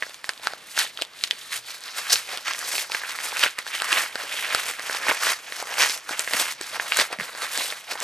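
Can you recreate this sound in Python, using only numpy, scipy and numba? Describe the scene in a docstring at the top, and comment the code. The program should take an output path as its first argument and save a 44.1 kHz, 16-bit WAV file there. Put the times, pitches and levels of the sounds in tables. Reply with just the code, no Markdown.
"""Paper mailer torn open on a table

A padded paper mailer is pulled open by hand, an arm's length from a small stereo camera microphone.
Creases, glue and fibres crackle in swarms of tiny damped rings; single folds snap loudly as clusters of
larger rings. Large faces flop over as low pulses, and two faint, longer low hums ring near 120 Hz.
A quiet furnished room answers with a brief tail of decaying noise, over a faint hush of filtered noise."""
import sys
import numpy as np
from scipy import signal
from scipy.fft import rfft, irfft, next_fast_len
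from scipy.io import wavfile
from scipy.ndimage import uniform_filter1d
from numba import njit

SR = 44100
rng = np.random.default_rng(int(sys.argv[2]) if len(sys.argv) > 2 else 0)


def to_wav(sig):
    """Store sig (one row per channel, or 1-D mono) as 16-bit WAV at the path in sys.argv[1].

    Samples outside -1..1 are clipped; the rate is SR.
    """
    pcm = np.clip(np.atleast_2d(sig), -1, 1) * 32767
    pcm = np.round(pcm).astype(np.int16)
    wavfile.write(sys.argv[1], SR, pcm.T)  # frames by channels


N = 354123

# single folds of the paper: (time [s], nominal peak [dB], ring [Hz], panel thump [dB re peak],
# bright crack [dB re peak], crisp edge [dB re peak]); each part of the snap adds its own trim
FOLDS = [(0.024, -6, 1840, -12, -19.5, -39), (0.034, -18, 1690, -7, 0, -19), (0.066, -25, 1500, 0, -6, -15),
         (0.095, -27.5, 3600, 0, -3, 2), (0.144, -17.5, 6470, -32, 0.5, -7),
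         (0.243, -16, 1850, -15, -1, -5), (0.292, -7.5, 1620, -16, 5, -2), (0.335, -29, 3750, -14, -5, 4),
         (0.377, -27.5, 3680, -7, 4, -3), (0.397, -29.5, 3900, 4, -3, -8), (0.471, -4, 1440, -30, 2.5, -9),
         (0.535, -18, 1400, 0, 2, -10), (0.687, -28, 2170, -23, -10, -11), (0.777, -6.5, 1600, -36, 0, -9),
         (0.79, -4, 6500, -29, -8, -9), (0.974, -15.5, 3220, -32, -6, -26),
         (0.99, -18.5, 1360, -27, -15, -21), (1.015, -14, 4000, -5, -6, -10),
         (1.021, -7, 2900, -5, 0, -2.5), (1.05, -26, 3510, -15, -2, -3), (1.135, -33, 4200, -20, -3, -12),
         (1.19, -28, 4000, -25, -6, -3), (1.211, -25, 3700, -28, -2, -4), (1.238, -2, 4260, -50, -11, -7),
         (1.27, -29, 4000, -20, -1, -8), (1.274, -22, 5000, -30, -6, -8), (1.31, -2.5, 3340, -49, 0, -18),
         (1.52, -18.5, 1900, -31, 1, -17), (1.56, -22, 2000, -29, -5, 2), (1.807, -28, 7500, -25, -10, 1),
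         (1.838, -21, 5600, -27, -2, 0), (2.116, -19, 4870, -20, -7, -11), (2.132, -5, 4840, -40, -17, -28),
         (2.157, -5, 4440, -29, -9, -22), (2.374, -13, 3530, -13, 7, -2), (2.535, -17.5, 3470, -33.5, 6, 1),
         (2.591, -18.5, 5660, -10, -6, 7), (2.627, -18, 1250, -22, -14, -13),
         (2.69, -17, 8900, -14, -18, 0), (2.729, -26, 2410, -2, -8, 13), (2.74, -20.5, 900, -3, -15, -15),
         (2.754, -13, 2600, -20, -6, -10), (2.781, -10, 2460, -26, 4, -17), (2.899, -19, 875, -26, -9, -16),
         (2.919, -13.5, 2500, -8, 6.5, -34), (2.948, -8, 1660, -25, -12, -15),
         (3.017, -21, 1800, -20, -15, -20), (3.036, -12.5, 1660, -24, -20, -27),
         (3.157, -26, 2000, -15, -2, 0), (3.188, -13, 1870, -39, -33, -14), (3.32, -18, 2350, -30, -9, -14),
         (3.327, -16.5, 885, -26, -10, -17), (3.394, -13, 2630, -33, 5, 2),
         (3.437, 2, 2850, -13.5, -0.5, -14), (3.462, -7.5, 1550, -6, -14, -23),
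         (3.588, -10, 1960, -9.5, 1.5, -2.5), (3.666, -15.5, 1570, -16, -7, -9),
         (3.752, -13, 2960, -32, -18, -9), (3.801, -11, 2840, -31, -15, -26.5),
         (3.82, -7, 1510, -14, 3.5, -1), (3.928, -0.5, 2740, -29, -7, -7), (4.037, -15, 2160, -6, -7, -1),
         (4.156, -8.5, 1570, -5, 1.5, -11), (4.255, -23, 1500, -12, -6, -12),
         (4.487, -18, 1660, -26, -13, -11), (4.548, -2, 1360, -10, 5.5, -1.5),
         (4.712, -17.5, 2092, -8, -13, 5), (4.795, -15, 1780, -2.5, 2, -8),
         (4.897, -8.5, 1520, -4, -12, -20), (4.948, -16, 920, -11, 9, -16),
         (5.084, -4, 1920, -11, -14, -10), (5.096, -7, 1610, -6, -14, -19), (5.111, -3, 2150, -15, -9, -22),
         (5.116, -6, 940, -8, -13, -17), (5.17, -21, 5800, -30, -8, 0), (5.226, -13, 1470, -36, -11, -9),
         (5.269, -5, 1510, -8.5, -18, -10), (5.465, -30, 2930, -24, -9.5, -16),
         (5.523, -13.5, 1910, -9, 0, -21), (5.6, -20, 1500, -2, -15, -15), (5.626, -17, 786, -2, -13, 2),
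         (5.796, -15, 2020, -4, 4, -6.5), (5.804, -6.5, 2420, -22, -4, -5), (5.821, -2, 6000, -25, -12, -8),
         (5.828, -13, 6200, -25, -8, -10), (5.837, -14, 5400, -30, -8, -12),
         (5.841, -11, 5400, -30, -8, -12), (5.848, -9, 1940, -23, -10, -12),
         (5.897, -8.5, 5400, -11, -17, -14), (5.976, -23, 5360, -25, -8, 5),
         (6.093, -12.5, 1460, -28, -16, -15), (6.11, -19, 1490, 3, 5, 1),
         (6.194, -0.5, 8000, -16.5, -26, -31), (6.276, -10, 1890, -8, -20, -28),
         (6.31, -14, 1690, -6, -2, -14), (6.335, -5.5, 1770, -21, 5, -2),
         (6.341, -12.5, 2690, 3.5, -12, -10), (6.612, -18, 1540, -15, 4, 7.5),
         (6.798, -4, 1610, -37, -34, -36), (6.921, -1.5, 2280, -32, -9, -30),
         (6.945, -15, 2000, -16, -3, 2), (6.971, -9, 1540, -25, -9, 8), (6.989, -5.5, 1760, -2, -6, -2),
         (6.999, -5, 2100, -11, 7, -8), (7.017, -12, 3300, 2, -5, -2), (7.128, -15, 2400, 4, 2, -1),
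         (7.187, -17.5, 2000, -4, -4, -16), (7.199, -10, 1800, -28, -6, -29),
         (7.209, -13, 2060, -4, -7, -19), (7.232, -24, 3800, -2, -5, -10), (7.35, -20, 1630, -5, 3.5, -14),
         (7.376, -20, 7500, -20, -9, -11), (7.576, -11.5, 1770, -4.5, 6, 7),
         (7.619, -14, 4200, -5, -1, -16), (7.703, -16, 3500, -30, 3, -14), (7.724, -15, 2020, -4, -10, -18),
         (7.923, -15.5, 1380, 0, -4, -20), (7.955, -16.5, 866, -20, -20.5, -9),
         (8.003, -15.5, 5830, -33, -19, 4)]
WIDE_HZ = 1740  # the close ports hear a source differently in full above this


def undb(db):
    """Turns decibels into an amplitude factor."""
    return 10 ** (np.asarray(db) / 20)


def level(x, db):
    """Scales a sound to an RMS level in dB."""
    return x * undb(db) / np.sqrt(np.mean(x ** 2))


def on_bins(table, size):
    """Reads a (frequency [Hz], value) table at every FFT bin, straight on a log axis."""
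    hz, value = np.transpose(table)
    bin_hz = np.arange(size // 2 + 1) * SR / size
    return np.interp(np.log(bin_hz + 1), np.log(hz + 1), value)


def walk(rate):
    """Random levels held for 1 / rate seconds and slewed from one to the next; spread near 1."""
    hold = int(SR / rate)
    steps = np.repeat(rng.standard_normal(N // hold + 1), hold)
    return 1.01 * uniform_filter1d(steps, hold)[:N]


@njit
def rings(start, hz, cycles, rise, left, right):
    """Damped sines that swell within a fraction of a cycle and lose 20 dB in the given number of cycles."""
    out = np.zeros((2, N))
    for g in range(len(start)):
        turn = np.exp((2j * np.pi - np.log(10) / cycles[g]) * hz[g] / SR)
        closing = np.exp(-hz[g] / (rise * SR))
        z, gap = 1 + 0j, 1.
        first = int(start[g] * SR)
        last = min(first + int(3 * cycles[g] * SR / hz[g]), N)  # followed down to -60 dB
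        for j in range(max(first, 0), last):
            out[0, j] += (left[g] * z).imag * (1 - gap)
            out[1, j] += (right[g] * z).imag * (1 - gap)
            z *= turn
            gap *= closing
    return out


def grains(start, hz, cycles, db, pan_db, sign):
    """Places each ring a little left or right, louder and earlier at the nearer port; long waves reach both alike."""
    rise_cycles = .3
    twist = .28  # radians of lead for each dB of lean
    size = np.sign(sign) * undb(db)
    lean_db = pan_db * np.minimum(hz / WIDE_HZ, 1) ** 2
    half = undb(lean_db / 2) * np.exp(.5j * lean_db * twist)
    return rings(start, np.clip(hz, 80., .4 * SR), cycles, rise_cycles, size * half, size / half)


def slips():
    """Stick and slip: the paper gives way suddenly, then the burst dies off; the hand's work stays the same."""
    slips_per_s, slip_size, fade_s = 90, 0.53, 0.0042
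    chance = rng.random((2, N))
    jolts = (chance[0] < slips_per_s / SR) * -np.log(1 - chance[1])
    fading = signal.lfilter([1], [1, -np.exp(-1 / (fade_s * SR))], np.minimum(jolts, 2))
    burst = 1 + slip_size * fading
    return burst / np.sqrt(uniform_filter1d(burst ** 2, size=SR // 20))


def effort():
    """Gain of the four swarms: every tug builds up, holds and dies away, and every fold leaves the paper settling."""
    # tugs of the hand: (full force [s], hold [s], build-up [s per 20 dB], die-away [s per 20 dB],
    # creasing [dB], panel flex [dB re creasing], glue peel [dB re creasing], fibre rip [dB re creasing])
    tugs = [(.0, .12, .1, 0.16, -50, -6, 0, 1), (.25, 0.064, 0.032, 0.15, -49, -1, -5, 1.5),
            (0.433, 0.016, 0.024, 0.22, -37.5, -6.5, -5, -6), (.72, 0.078, 0.12, .05, -50.5, -15, -3, 8),
            (.793, 0.022, 0.043, 0.07, -24, -12.5, -4.5, -4), (1.0, 0.03, 0.082, 0.057, -48, 2, 3.5, 1.5),
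            (1.167, 0.11, 0.063, 0.31, -47, -19, -3, -1), (1.38, 0.13, 0.067, 0.093, -49, -27, 0.5, 2),
            (1.534, 0.033, 0.066, 0.048, -35, -21, -4.5, 1), (1.685, 0.034, 0.073, 0.14, -40, -11, -1, -1),
            (1.876, 0.0014, 0.088, 0.11, -38, -10, 0, -4), (1.979, 0.0019, 0.048, 0.11, -32.5, -9, -3, 0.5),
            (2.08, 0.12, .1, 0.12, -35.5, -16, -7, -4), (2.104, 0.031, 0.016, 0.072, -29.5, -5, 7, 2.5),
            (2.335, 0, 0.12, 0.1, -32.5, -3, -3.5, -4), (2.464, 0.04, .03, 0.087, -28.5, -26, -6, -13),
            (2.73, 0.085, 0.32, .07, -31, -8, -3.5, -0.5),
            (2.923, 0.066, 0.052, 0.07, -32.5, -12, -4.5, -7.5),
            (3.097, 0, 0.09, .085, -28, -30, -13, -7.5), (3.223, 0.038, 0.17, 0.13, -34.5, -9, -5.5, -1),
            (3.44, 0, 0.16, 0.074, -21.5, -14, -8.5, -6.5),
            (3.597, 0.0016, 0.056, 0.071, -34, -8, -10, -10), (3.677, 0, 0.025, 0.055, -31, -20, -6, -3.5),
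            (3.741, 0.01, 0.038, 0.13, -29.5, -22, -16, -5),
            (3.924, 0.091, 0.17, 0.11, -24.5, -12.5, -9.5, -6.5),
            (4.2, 0.033, 0.084, 0.078, -35.5, -2.5, -5, -4.5),
            (4.33, 0.12, 0.091, 0.053, -31, -9.5, -19, -5), (4.55, 0, 0.32, 0.25, -26.5, -9.5, -13, -8.5),
            (4.664, 0.035, 0.093, 0.053, -31, -6, -20, -1.5), (4.954, 0, 0.23, 0.096, -29, -8.5, -7.5, -4),
            (5.103, 0, 0.13, 0.078, -22.5, -7.5, -10, -8), (5.17, 0, 0.09, .1, -34.5, -14, -4, -5),
            (5.226, 0.09, 0.048, 0.068, -25.5, -11, -4, -3.5),
            (5.6, 0.023, 0.29, 0.02, -34.5, -8, -6.5, -5), (5.72, 0.079, 0.19, .05, -33.5, -5, -8, -7.5),
            (5.796, 0.034, 0.029, 0.15, -21.5, -13, -3.5, -5.5),
            (5.94, 0.016, 0.29, 0.052, -37.5, -5.5, -1, 3), (6.111, 0, 0.061, 0.18, -32, -8, -6, -5.5),
            (6.201, 0.0027, 0.038, 0.07, -34, -6, -18, -1), (6.413, 0, 0.17, 0.092, -23, -8.5, -9.5, -1),
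            (6.49, 0.017, .1, 0.064, -36, -19, -5, -0.5), (6.63, 0.056, .09, .2, -39, -7, -3.5, -4),
            (6.745, 0.019, 0.058, 0.031, -32.5, -2.5, -5.5, -6),
            (6.81, 0.08, 0.011, 0.15, -38.5, -1, -10, -0.5),
            (7.004, 0.0042, 0.11, 0.064, -21, -6.5, -6, -4), (7.134, 0.00088, 0.057, 0.049, -34, 2, -9, -9),
            (7.199, 0.048, 0.017, 0.26, -39, -5.5, -6, -4), (7.438, 0.0012, 0.093, 0.048, -28, -6, -11, -5),
            (7.583, 0.03, 0.16, 0.22, -29, -7, -7.5, -1), (7.915, 0, 0.059, 0.077, -32, 0, -7.5, -5.5),
            (8.027, 0, 0.077, 0.088, -29.5, -16, -8, -5)]
    # the paper never lies quite still: (flex [dB], crease [dB], glue [dB], fibre [dB])
    rest_db = [-75, -63, -70.5, -60]
    # rustle after each fold, relative to its nominal peak: (flex [dB], crease [dB], glue [dB], fibre [dB])
    settle_db = [-50, -25.5, -42, -37.5]
    settle_s = 0.03  # per 20 dB
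    hop = 64  # samples between gain points
    t = np.arange(0, N + hop, hop)[:, None] / SR

    full_s, hold, build, die, crease_db, flex_db, glue_db, fibre_db = np.transpose(tugs)
    before = np.maximum(full_s - t, 0) / build
    after = np.maximum(t - full_s - hold, 0) / die
    tug_power = undb(2 * (crease_db - 20 * (before + after)))
    mix_db = np.array([flex_db, 0 * full_s, glue_db, fibre_db]).T
    power = tug_power @ undb(2 * mix_db)

    fold_s, peak_db = np.transpose(FOLDS)[:2]
    fallen_db = 20 * np.abs(t - fold_s) / settle_s
    settling = np.sum((t > fold_s) * undb(2 * (peak_db - fallen_db)), axis=1)
    power = power + np.outer(settling, undb(settle_db) ** 2) + undb(rest_db) ** 2
    return [np.interp(np.arange(N) / SR, t[:, 0], np.sqrt(p)) for p in power.T]


def crackle():
    """Four swarms of grains and lone ticks; they bunch together, as one slip of the paper frees many at once."""
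    # swarms, a row each for flex, crease, glue, fibre, lone ticks:
    # (pitch spread [octaves], ring-down [cycles per 20 dB], size scatter [dB])
    swarm_kinds = [(0.37, 2.7, 4.0), (0.38, 1.82, 1.5), (0.18, 3.9, 2), (0.43, 1.63, 1), (0.88, 1.4, 2.5)]
    # grain density: (flex [per s], crease [per s], glue [per s], fibre [per s], lone ticks [per s])
    grains_per_s = [1000, 1900, 1500, 4500, 70]
    # the span of the buckling creases changes as the hand moves along: (time [s], crease ring [Hz])
    crease_pitch = [(0.0, 1940), (0.51, 1570), (0.96, 2540), (1.16, 2030), (1.23, 2880), (1.5, 1860),
                    (1.68, 2130), (1.81, 1670), (2.28, 2100), (2.66, 1720), (2.78, 2380), (2.88, 1790),
                    (3.36, 1800), (3.42, 2200), (3.69, 1770), (3.74, 2470), (3.83, 1500), (3.9, 1980),
                    (4.25, 1910), (4.38, 2500), (4.45, 1900), (4.65, 2260), (4.8, 1840), (5.34, 1790),
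                    (5.55, 2220), (5.64, 1460), (5.75, 1980), (6.02, 1910), (6.1, 1440), (6.17, 1960),
                    (6.69, 1900), (6.8, 1500), (6.93, 2200), (6.97, 1820), (7.35, 1530), (7.67, 2200),
                    (7.75, 1410), (7.81, 2200), (8.03, 1300)]
    # the size of the peeling patch sets its pitch: (time [s], glue ring [Hz])
    peel_pitch = [(0.0, 4770), (1.38, 4140), (1.79, 4550), (2.13, 4930), (2.75, 5200), (3.29, 4670),
                  (4.67, 5020), (5.28, 5430), (6.13, 5600), (6.95, 4500), (7.63, 4240), (8.03, 5070)]
    flex_hz, fibre_hz = 722, 8770
    tick_hz, tick_db = 3000, -10.5  # small creases that pop one at a time; dB relative to the creasing

    centres = [([0], [flex_hz]), np.transpose(crease_pitch), np.transpose(peel_pitch),
               ([0], [fibre_hz]), ([0], [tick_hz])]
    bunch, gains, out = slips(), effort(), 0
    gains = gains + [gains[1] * undb(tick_db)]
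    for k, gain in enumerate(gains):
        octaves, cycles, scatter_db = swarm_kinds[k]
        count = int(grains_per_s[k] * N / SR)
        even = rng.random((2, count))
        bell = rng.standard_normal((4, count))
        start = even[0] * N / SR
        pitch = np.interp(start, *centres[k]) * 2 ** (octaves * bell[0])
        ring_cycles = cycles * 2 ** (0.046 * bell[1])
        size_db = scatter_db * np.minimum(-np.log(1 - even[1]), 4.2)  # many small, few large, none huge
        swarm = grains(start, pitch, ring_cycles, size_db, 0.84 * bell[2], bell[3])
        flicker = undb(2.18 * walk(50))
        out = out + level(swarm * bunch * flicker, 0) * gain
    return out


def hush():
    """Ventilation and distant house noise, nearly alike at both ports, its level wandering a little."""
    # colour of the hush before it is set to its level: (frequency [Hz], relative density [dB per Hz])
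    hush_colour = [(25, 2), (60, 3), (120, 9.5), (250, 4), (600, 0.5), (2000, -1.5), (6000, -14),
                   (13000, -49)]
    shape = undb(on_bins(hush_colour, N))
    mid, side = (irfft(rfft(rng.standard_normal(N)) * shape, N) for _ in range(2))
    stereo = mid + 0.16 * side * np.array([[1], [-1]])
    return level(stereo * undb(1.8 * walk(5.5)), -48.5)


def snaps():
    """Each fold buckles one way and rings at its own pitch with a lower neighbour, a panel thump, a crack and an edge."""
    scatter_oct = .06  # how far the side rings of a fold stray
    tip_db = -10  # the very top of a fold's edge
    late_s = .0002
    fold_s, peak_db, hz, thump_db, crack_db, edge_db = np.transpose(FOLDS)
    bell = rng.standard_normal((14, len(fold_s)))
    one, out = np.ones(len(fold_s)), 0
    # (pitch [Hz], ring-down [cycles per 20 dB], level [dB])
    parts = [(hz, 3.4, peak_db + 1.5),
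             (hz / 1.61, 2.2, peak_db - 5.5),
             (620 * one, 1.7, peak_db + thump_db + 2.5),
             (4600 * one, 3.0, peak_db + crack_db - 2.5),
             (8000 * one, 4.2, peak_db + edge_db + .1),
             (11500 * one, 4.5, peak_db + edge_db + tip_db)]
    for k, (pitch, cycles, db) in enumerate(parts):
        jitter, stray = bell[2 * k:2 * k + 2]
        start = fold_s + late_s + 0.00003 * jitter
        strayed = pitch * 2 ** (scatter_oct * stray * (k > 0))  # the main ring keeps its pitch
        out = out + grains(start, strayed, cycles * one, db, 1.1 * bell[-1], bell[-2])
    return out


def low_pulses_and_hums():
    """Low pulses of air from large faces flopping over, and two faint, longer low hums near 120 Hz; all damped rings."""
    # short rings are the flopping faces, the two of 22 cycles are the hums:
    # (time [s], peak [dB], ring [Hz], ring-down [cycles per 20 dB])
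    low_rings = [(1.016, -20, 346, 1.8), (1.55, -33, 70, 3), (1.58, -42, 119, 22), (2.12, -39, 119.6, 22),
                 (3.427, -26, 248, 3.2), (3.926, -17, 348, 3.9), (4.152, -25, 236, 2.6),
                 (4.546, -16, 100, 1.3), (5.091, -14, 288, 2.8), (6.107, -18, 304, 2.5),
                 (6.61, -14.5, 360, 2.5), (6.995, -14, 290, 2.6), (7.188, -18.5, 197, 5.3),
                 (7.214, -19, 167, 2.8), (7.585, -21, 277, 2.6)]
    start, peak_db, hz, cycles = np.transpose(low_rings)
    return grains(start, hz, cycles, peak_db, 0 * start, rng.standard_normal(len(start)))


def room(x):
    """Adds a short diffuse tail that differs between the close ports only in the treble."""
    t60_s, gap_s, low_hz = 0.06, 0.00305, 736
    tail_db = -13  # energy of the tail relative to the direct sound
    t = np.arange(int(.5 * SR)) / SR
    mid, side = rng.standard_normal((2, len(t))) * undb(-60 * t / t60_s) * (t > gap_s)
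    mid = signal.lfilter(*signal.butter(1, low_hz, "high", fs=SR), mid)
    side = signal.lfilter(*signal.butter(2, WIDE_HZ, "high", fs=SR), side)
    tail = mid + side * np.array([[1], [-1]])
    response = tail * undb(tail_db) / np.sqrt(np.sum(tail ** 2, axis=1, keepdims=True))
    response[:, 0] = 1  # direct sound
    return signal.fftconvolve(x, response, axes=1)[:, :N]


def scene():
    """The close sounds ring in the room, over the hush."""
    return room(crackle() + snaps() + low_pulses_and_hums()) + hush()


def record(dry):
    """Two close ports shade each other near 2-3 kHz; the capsule thins bass and top; peaks clip."""
    # response of the capsule: (frequency [Hz], gain [dB])
    mic_response = [(40, -17), (100, -18.5), (200, -13), (500, -5.5), (1500, -0.5), (3500, 4), (5300, 1),
                    (9000, 1), (13400, 1), (14200, -29), (15500, -28)]
    # level between the ports: (frequency [Hz], left minus right [dB])
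    port_balance = [(100, -1), (300, -.2), (1300, -.3), (2400, -3.5), (4400, 0.3), (8000, 0.6),
                    (15000, -.6)]
    # phase between the ports: (frequency [Hz], lead of the left [radians])
    port_lead = [(100, 0.61), (1300, -0.081), (2000, 0.49), (3100, 0.67), (3900, 0.99), (4300, 0.7),
                 (11500, -0.63)]
    top_hz = 15700  # steep upper limit
    size = next_fast_len(N + 4096)
    half = undb(on_bins(port_balance, size) / 2) * np.exp(.5j * on_bins(port_lead, size))
    capsule = undb(on_bins(mic_response, size))
    ports = irfft(rfft(dry, size) * capsule * np.array([half, 1 / half]), size)[:, :N]
    lowpass = signal.ellip(8, .2, 70, top_hz, fs=SR, output="sos")
    return signal.sosfilt(lowpass, np.clip(ports, -1, 1))


dry = scene()
out = record(dry)
to_wav(out)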